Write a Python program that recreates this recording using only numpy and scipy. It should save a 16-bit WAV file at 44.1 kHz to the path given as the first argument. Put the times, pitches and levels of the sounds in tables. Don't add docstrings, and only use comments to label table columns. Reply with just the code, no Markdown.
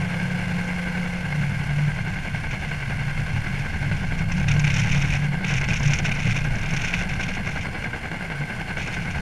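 import sys
import numpy as np
from scipy import signal
from scipy.fft import rfft, irfft, next_fast_len
from scipy.io import wavfile
from scipy.ndimage import uniform_filter1d

SR = 44100
rng = np.random.default_rng(int(sys.argv[2]) if len(sys.argv) > 2 else 0)


def invert_db(x):
    u = np.asarray(x, float) / 20
    return 10 ** u


def dump(signal):
    limited = np.clip(np.atleast_2d(signal).T, -1, 1)
    pcm = np.round(limited * 32767).astype(np.int16)
    wavfile.write(sys.argv[1], SR, pcm)


N = 406161

BLADE_PASS_HZ = 10.75
# time_s, blade_lead_turns, puff_db, hiss_db
ROTOR = [(0, -0.33, -37, -34.5), (.6, -0.41, -36.5, -34.5), (1.1, -0.31, -33.5, -34.5),
         (1.6, -0.29, -35.5, -35.5), (2.6, -0.3, -33, -36.5), (3.6, -0.22, -34, -35),
         (4.1, -0.26, -35, -37), (4.6, -0.24, -38.5, -34.5), (5.1, -0.24, -34, -36),
         (5.6, -0.44, -32.5, -37.5), (6.6, -0.46, -36, -35.5), (7.1, -0.47, -34.5, -36.5),
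         (7.6, -0.34, -31.5, -36.5), (8.1, -0.52, -34, -37.5), (8.6, -0.49, -35, -35.5),
         (9.21, -0.5, -32.5, -36.5)]
# start_s, peak_db
SLAPS = [(0.141, -20), (0.199, -20), (2.54, -22), (3.913, -17), (4.442, -19), (4.486, -29), (4.563, -17),
         (4.642, -19), (4.842, -25), (4.91, -25), (5.016, -28), (5.407, -22), (5.503, -16), (5.686, -14.5),
         (6.049, -15.5), (6.157, -23), (7.368, -21.5), (7.823, -20.5), (7.854, -44.5), (7.93, -22),
         (8.115, -15), (8.208, -18.5), (8.3, -17), (8.704, -17.5), (8.77, -16.5)]
# centre_hz, width_hz, level_db
CASE_RESONANCES = [(202.4, 46, 1), (322, 480, -9.5), (475, 26, -11), (786, 180, -6), (1062, 120, -13),
                   (1570, 117, 1), (2152, 175, -1), (2754, 220, -9.5), (3360, 220, -26.5),
                   (3400, 430, -20.5), (4283, 175, -17.5), (4950, 260, -21), (5600, 400, -25.5),
                   (6190, 470, -26.5), (6910, 120, -23.5), (7450, 190, -26), (8170, 170, -25.5),
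                   (8865, 135, -23), (9700, 230, -28), (10350, 170, -26.5), (11380, 500, -36),
                   (12700, 640, -39.5), (15300, 1400, -37)]
# time_s, level_db
LOW_COUPLING = [
    (0, 3),
    (1.5, -3.5),
    (3, -5),
    (4, 0.5),
    (5, 1),
    (6.5, 4.5),
    (7.5, 2),
    (8.5, 3.5),
    (9.21, 1.5),
]
# pitch_hz, level_db (relative)
WHINE = [
    (3163, -64),
    (4357, -71),
    (1072, -65),
]


def rotor_and_turbine():
    lead, puff_db, hiss_db = in_time(ROTOR)
    turn = (BLADE_PASS_HZ * np.arange(N) / SR + lead + 0.014 * drift(1.7) + 0.23) % 1
    gate = np.clip(turn / 0.13, 0, 1) * np.exp(-(turn / 0.55) ** 5)
    eddies = invert_db(5.8 * np.tanh(0.8 * drift(110)))
    eddies = eddies / np.sqrt(uniform_filter1d(eddies ** 2, size=SR // 20))

    start_s, peak_db = np.transpose(SLAPS)
    slaps = bursts(start_s, peak_db - 4.5, np.full(len(start_s), 0.004), rise_s=0.00095)
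    air = rng.standard_normal(N) + 0.3 * grains(900, spread_db=2.5)
    puffs = (invert_db(puff_db + 2.5) * gate * eddies + slaps) * air
    cracks = np.round((start_s + 0.001) * SR).astype(int)
    puffs[cracks] += invert_db(peak_db + 11.0)

    hiss = invert_db(2.3 * np.tanh(drift(69))) * rng.standard_normal(N)
    hiss = signal.sosfilt(signal.butter(1, 300, "high", fs=SR, output="sos"), hiss)

    dull = signal.butter(2, 3500, fs=SR, output="sos")
    scale = np.std(through(signal.sosfilt(dull, air), CASE_RESONANCES))
    drive = signal.sosfilt(dull, puffs) + invert_db(hiss_db + 1.0) * hiss
    deep = signal.sosfilt(signal.butter(1, 420, fs=SR, output="sos"), drive)
    low_coupling = invert_db(in_time(LOW_COUPLING)[0])
    sound = through(drive + (low_coupling - 1) * deep, CASE_RESONANCES) / scale

    for pitch_hz, level_db in WHINE:
        strength = invert_db(level_db + 6.0 + 3.4 * drift(7.2))
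        phase = 2 * np.pi * np.cumsum(pitch_hz + 2.59 * drift(6.1)) / SR
        sound = sound + strength * np.sin(phase)
    return sound


# centre_hz, width_hz, level_db
LOOSE_PART = [(1470, 110, -3), (2306, 380, 2), (2454, 444, 1.5), (3626, 200, -9.5), (4400, 380, -17),
              (5330, 167, -10), (5790, 245, -9), (6350, 460, -12.5), (7200, 430, -23), (8800, 990, -28),
              (12600, 900, -41)]


def rattle():
    start_s, peak_db, length_s, dull_db = contacts()
    chatter = chatter_level() * invert_db(4.5 + 7.0 * np.tanh(drift(96)))
    thuds = evened(grains(9000, spread_db=3.5), span_s=0.012)
    ticks = evened(grains(900, spread_db=2.5) + 0.6 * thuds, span_s=0.012)
    scale = np.std(through(thuds, LOOSE_PART))

    dull_knocks = bursts(start_s, peak_db + dull_db + 3.0, length_s * 0.65, rise_s=0.0061)
    bright_knocks = bursts(start_s + 0.004, peak_db - 1.0, length_s * 0.4, rise_s=0.002)
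    dull = (dull_knocks + chatter) * thuds
    bright = (invert_db(5.5) * bright_knocks + chatter) * ticks
    low_and_top = LOOSE_PART[:5] + LOOSE_PART[9:]
    return (through(dull, low_and_top) + through(bright, LOOSE_PART[5:9])) / scale


# start_s, peak_db, bounces (rounded; below -0.5 the knock is silent), dull_share_db
KNOCKS = [(4.313, -19, 0.5, -2), (4.365, -29, 1.5, 2.5), (4.48, -15.5, 1, 3), (4.533, -27, 1.5, -8),
          (4.59, -12, 0.5, -2), (4.638, -16, 2, 4), (4.735, -13, 2, -5), (4.841, -13, -1, 7.5),
          (4.912, -18, 1.5, -1), (5.013, -16.5, 0.5, -0.5), (5.097, -24, 2, 2), (5.439, -24.5, 0, 8),
          (5.474, -19, 3, -4), (5.608, -19.5, 1, 4), (5.682, -18, 0.5, -7), (5.731, -17.5, 2, -8),
          (5.825, -14.5, 1, -2), (5.87, -13.5, 1.5, -9), (5.932, -15, 0.5, -8.5), (5.9813, -15, 0.5, -3),
          (6.0614, -6, -1.5, -2), (6.111, -18, 0.5, 7), (6.2197, -40, 3, 8.5), (6.549, -24, 1.5, -2.5),
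          (6.6253, -27, 1.5, 5), (6.701, -19, 1.5, -1.5), (6.77, -15, -1, -7), (6.812, -19.5, 2, 0),
          (6.933, -16.5, -0.5, 6), (6.982, -24, 0.5, 0)]
# start_s, peak_db
TICKS = [(2.507, -23.5), (2.681, -35), (3.59, -30), (3.96, -32), (4.182, -28), (6.145, -29), (6.437, -26),
         (7.086, -29), (7.204, -29), (7.225, -18), (7.2803, -24), (7.344, -27), (7.4674, -39), (7.832, -34),
         (8.7714, -38), (8.868, -26), (8.935, -28), (9.104, -29), (9.174, -33)]
TICK_DULL_DB, BOUNCE_S = 2, 0.0292
KNOCK_S, HARD_SHORTENS = 0.011, 0.19


def contacts():
    rows = []
    for start_s, peak_db, bounces, dull_db in KNOCKS:
        luck_s = 0.0019 * rng.standard_normal()
        for k in range(round(bounces) + 1):
            rows.append((start_s + k * BOUNCE_S + luck_s * (k > 0), peak_db, dull_db))
    for start_s, peak_db in TICKS:
        rows.append((start_s, peak_db, TICK_DULL_DB))
    start_s, peak_db, dull_db = np.transpose(rows)
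    return start_s, peak_db, KNOCK_S * invert_db(-HARD_SHORTENS * (peak_db + 21)), dull_db


# start_s, length_s, level_db
SPELLS = [(0, 4.2, -55.5), (4.327, 0.047, -49), (4.48, .05, -50), (4.63, 0.05, -45.5), (4.731, .22, -37.5),
          (5.006, 0.041, -37.5), (5.086, 0.058, -39), (5.193, 0.049, -47), (5.478, 0.098, -38.5),
          (5.693, 0.058, -36.5), (5.833, 0.14, -40), (6.046, 0.02, -35.5), (6.154, 0.16, -39.5),
          (6.359, 0.02, -36), (6.435, 0.17, -54), (6.74, 0.277, -42), (7.095, .24, -45.5),
          (7.459, 0.16, -46.5), (8.781, 0.16, -45), (8.973, 0.18, -52)]
CHATTER_REST_DB, SPELL_ATTACK_S, SPELL_RELEASE_S = -62, 0.02, 0.048


def chatter_level():
    t = np.arange(N) / SR
    spells = np.zeros(N)
    for start_s, length_s, level_db in SPELLS:
        end_s = start_s + length_s
        corners_s = [start_s - SPELL_ATTACK_S, start_s, end_s, end_s + SPELL_RELEASE_S]
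        spells += invert_db(level_db) * np.interp(t, corners_s, [0, 1, 1, 0])
    return invert_db(CHATTER_REST_DB) + spells * invert_db(1.1 * np.tanh(drift(36)))


LOW_MODE_HZ, MIDDLE_MODE_HZ, UPPER_MODE_HZ = 110.5, 143.7, 177.9
LOW_REST_DB, MIDDLE_REST_DB, UPPER_REST_DB = -42.5, -39.5, -42
LOCK_DB, LOCK_ENDS_S, LOCK_FADE_DB_PER_S = -28, 1.199, 19
# time_s, half_length_s, low_mode_db, middle_mode_db
BUFFETS = [(0, 0.054, -30, -27.5), (.3, 0.22, -31.5, -30.5), (1.384, 0.078, -41, -24),
           (1.565, 0.15, -30, -29), (1.813, 0.077, -46, -21), (2.013, 0.086, -31.5, -41),
           (2.362, 0.052, -31, -32), (2.683, 0.093, -35, -29.5), (3.003, 0.095, -33, -27.5),
           (3.21, 0.031, -24.5, -25.5), (3.356, 0.033, -24, -25), (3.56, .06, -29.5, -29.5),
           (3.894, 0.057, -26, -26.5), (4.16, 0.1, -45, -29.5), (4.285, 0.019, -17, -33),
           (4.395, 0.032, -35, -26), (4.51, 0.045, -22.5, -23), (4.638, 0.12, -29, -21),
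           (4.814, 0.037, -20, -23.5), (4.992, .09, -35, -20.5), (5.26, 0.068, -44, -21),
           (5.61, 0.14, -32, -26.5), (5.716, 0.024, -27.5, -32), (5.875, 0.046, -26, -21),
           (6.054, 0.049, -28, -28), (6.28, 0.039, -23, -28.5), (6.447, 0.088, -30, -26.5),
           (6.724, 0.081, -32, -32), (8.408, 0.028, -43, -27), (9.004, 0.029, -34, -40)]
# time_s, half_length_s, level_db
UPPER_BUFFETS = [(1.837, 0.074, -33), (2.07, 0.074, -33.5), (2.466, 0.057, -34.5), (3.492, 0.019, -35),
                 (3.85, .04, -36.5), (4.227, 0.047, -30.5), (4.368, 0.034, -29), (4.52, 0.05, -33),
                 (4.859, .18, -30), (5.387, 0.124, -30.5), (5.72, 0.048, -32), (6.272, 0.033, -28.5),
                 (6.721, 0.046, -33.5), (6.92, 0.049, -31.5), (7.44, 0.16, -35), (8.28, .1, -37),
                 (9.005, 0.047, -35.5)]


def mount():
    time_s, half_s, low_peak_db, middle_peak_db = np.transpose(BUFFETS)
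    low_db = shaken_db(LOW_REST_DB, time_s, half_s, low_peak_db)
    middle_db = shaken_db(MIDDLE_REST_DB, time_s, half_s, middle_peak_db)
    lock_db = LOCK_DB - LOCK_FADE_DB_PER_S * np.maximum(np.arange(N) / SR - LOCK_ENDS_S, 0)
    upper_db = np.maximum(lock_db, shaken_db(UPPER_REST_DB, *np.transpose(UPPER_BUFFETS)))
    unlocked = np.clip(uniform_filter1d(-30 - upper_db, size=SR // 2) / 8, 0, 1)

    low = shaken_mode(LOW_MODE_HZ, low_db - 2.5, wander_hz=7.0, flutter_db=2.51)
    middle = shaken_mode(MIDDLE_MODE_HZ, middle_db - 0.6, wander_hz=4.5, flutter_db=1.78)
    upper = shaken_mode(UPPER_MODE_HZ, upper_db - 0.6, wander_hz=2 + 10 * unlocked, flutter_db=2.0)
    overtone = rms_one(through(rng.standard_normal(N), [(510, 30, 0)]))
    return low + middle + upper + (1 - unlocked) * invert_db(upper_db - 19.5) * overtone


def shaken_db(rest_db, times_s, halves_s, peaks_db):
    t = np.arange(0, N, 40) / SR
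    swells = np.zeros(len(t))
    for time_s, half_s, peak_db in zip(times_s, halves_s, peaks_db):
        swells += invert_db(2 * peak_db) * np.exp(-((t - time_s) / half_s) ** 2)
    rest = invert_db(2 * (rest_db + 0.56 * gust_swing()))
    return 10 * np.log10(rest + np.interp(np.arange(N) / SR, t, swells))


def shaken_mode(hz, level_db, wander_hz, flutter_db):
    phase = 2 * np.pi * np.cumsum(hz + wander_hz * drift(11.49)) / SR
    return np.sqrt(2) * invert_db(level_db + flutter_db * drift(22.3)) * np.sin(phase)


SWAY_DB, SWAY_FOLLOWS, RUMBLE_DB, RUMBLE_FOLLOWS = -34, 1.23, -32, 0.9
# frequency_hz, level_db (per Hz)
RUMBLE = [
    (15, -17),
    (25, -13),
    (65, -3),
    (145, -4.5),
    (165, -4),
    (264, -21),
    (320, -24),
    (420, -53.5),
    (700, -120),
]
# time_s, strength_db, roughness_db
GUST = [(0, -38, -2), (1.0, -36.5, 0), (1.4, -37.5, 4.5), (2.0, -33, -1.5), (2.5, -33.5, 0.5),
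        (2.8, -35, 0.5), (3.2, -32.5, -0.5), (3.85, -30.5, 1.5), (4.3, -28.5, -1), (5.1, -29, 1),
        (5.25, -35.5, 0.5), (5.8, -29.5, 1), (6.45, -29, -2.5), (7.1, -31, -1), (7.55, -34, 0),
        (8.3, -39, -0.5), (8.85, -36, 1), (9.21, -34, 2)]


def wind():
    sway_db = SWAY_DB + SWAY_FOLLOWS * gust_swing()
    rumble_db = RUMBLE_DB + RUMBLE_FOLLOWS * gust_swing()
    sway = shaken_mode(19, sway_db - 0.7, wander_hz=4.04, flutter_db=2.5)
    hz, db = np.transpose(RUMBLE)
    lumps = invert_db(0.37 * drift(14)) * rng.standard_normal(N)
    rumble = causal_filter(lumps, lambda at: invert_db(np.interp(np.log(at), np.log(hz), db)))
    roughness_db = in_time(GUST)[1]
    return sway + invert_db(rumble_db + roughness_db) * rms_one(rumble)


def gust_swing():
    gust_db = in_time(GUST)[0]
    return gust_db - gust_db.mean()


def bursts(times_s, peaks_db, lengths_s, rise_s):
    out, t = np.zeros(N), np.arange(SR // 8) / SR
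    for start_s, peak_db, length_s in zip(times_s, peaks_db, lengths_s):
        i = round(start_s * SR)
        shape = np.exp(-t / max(length_s, 0.002)) * (1 - np.exp(-t / rise_s)) ** 2
        out[i:i + len(t)] += (invert_db(peak_db) * shape)[:N - i]
    return out


def grains(per_s, spread_db):
    sizes = invert_db(spread_db * np.minimum(rng.exponential(1, N), 5)) * rng.choice([-1, 1], N)
    return rms_one(sizes * (rng.random(N) < per_s / SR))


def evened(x, span_s):
    return x / np.sqrt(uniform_filter1d(x ** 2, size=int(span_s * SR)) + 0.05)


def through(x, body):
    def gain_at(hz):
        power = 0
        for centre_hz, width_hz, level_db in body:
            power = power + invert_db(2 * level_db) / (1 + ((hz - centre_hz) / width_hz) ** 2) ** 2
        return np.sqrt(power)
    return causal_filter(x, gain_at)


def causal_filter(x, gain_at):
    size = next_fast_len(N + SR)
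    hz = np.arange(size // 2 + 1) * SR / size + 1
    cepstrum = irfft(np.log(gain_at(hz) + 1e-7), size)
    cepstrum[1:size // 2] *= 2
    cepstrum[size // 2 + 1:] = 0
    return irfft(rfft(x, size) * np.exp(rfft(cepstrum)), size)[:N]


def drift(rate_hz):
    r = np.exp(-2 * np.pi * rate_hz / SR)
    return rms_one(signal.lfilter([1], [1, -2 * r, r * r], rng.standard_normal(N + SR))[SR:])


def rms_one(x):
    return x / np.sqrt(np.mean(x ** 2) + 1e-20)


def in_time(rows):
    time_s, *columns = np.transpose(rows)
    return [np.interp(np.arange(N) / SR, time_s, column) for column in columns]


def scene():
    return (rotor_and_turbine() + rattle() + mount() + wind())[None]


def band_limit(x):
    return signal.sosfilt(signal.butter(12, 15390, fs=SR, output="sos"), x)


def record(dry):
    cut = signal.sosfilt(signal.cheby2(10, 40, 15350, fs=SR, output="sos"), dry)
    fade = np.clip((N - np.arange(N)) / (0.004 * SR), 0, 1)
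    return band_limit(cut * fade)


dry = scene()
out = record(dry)
dump(out)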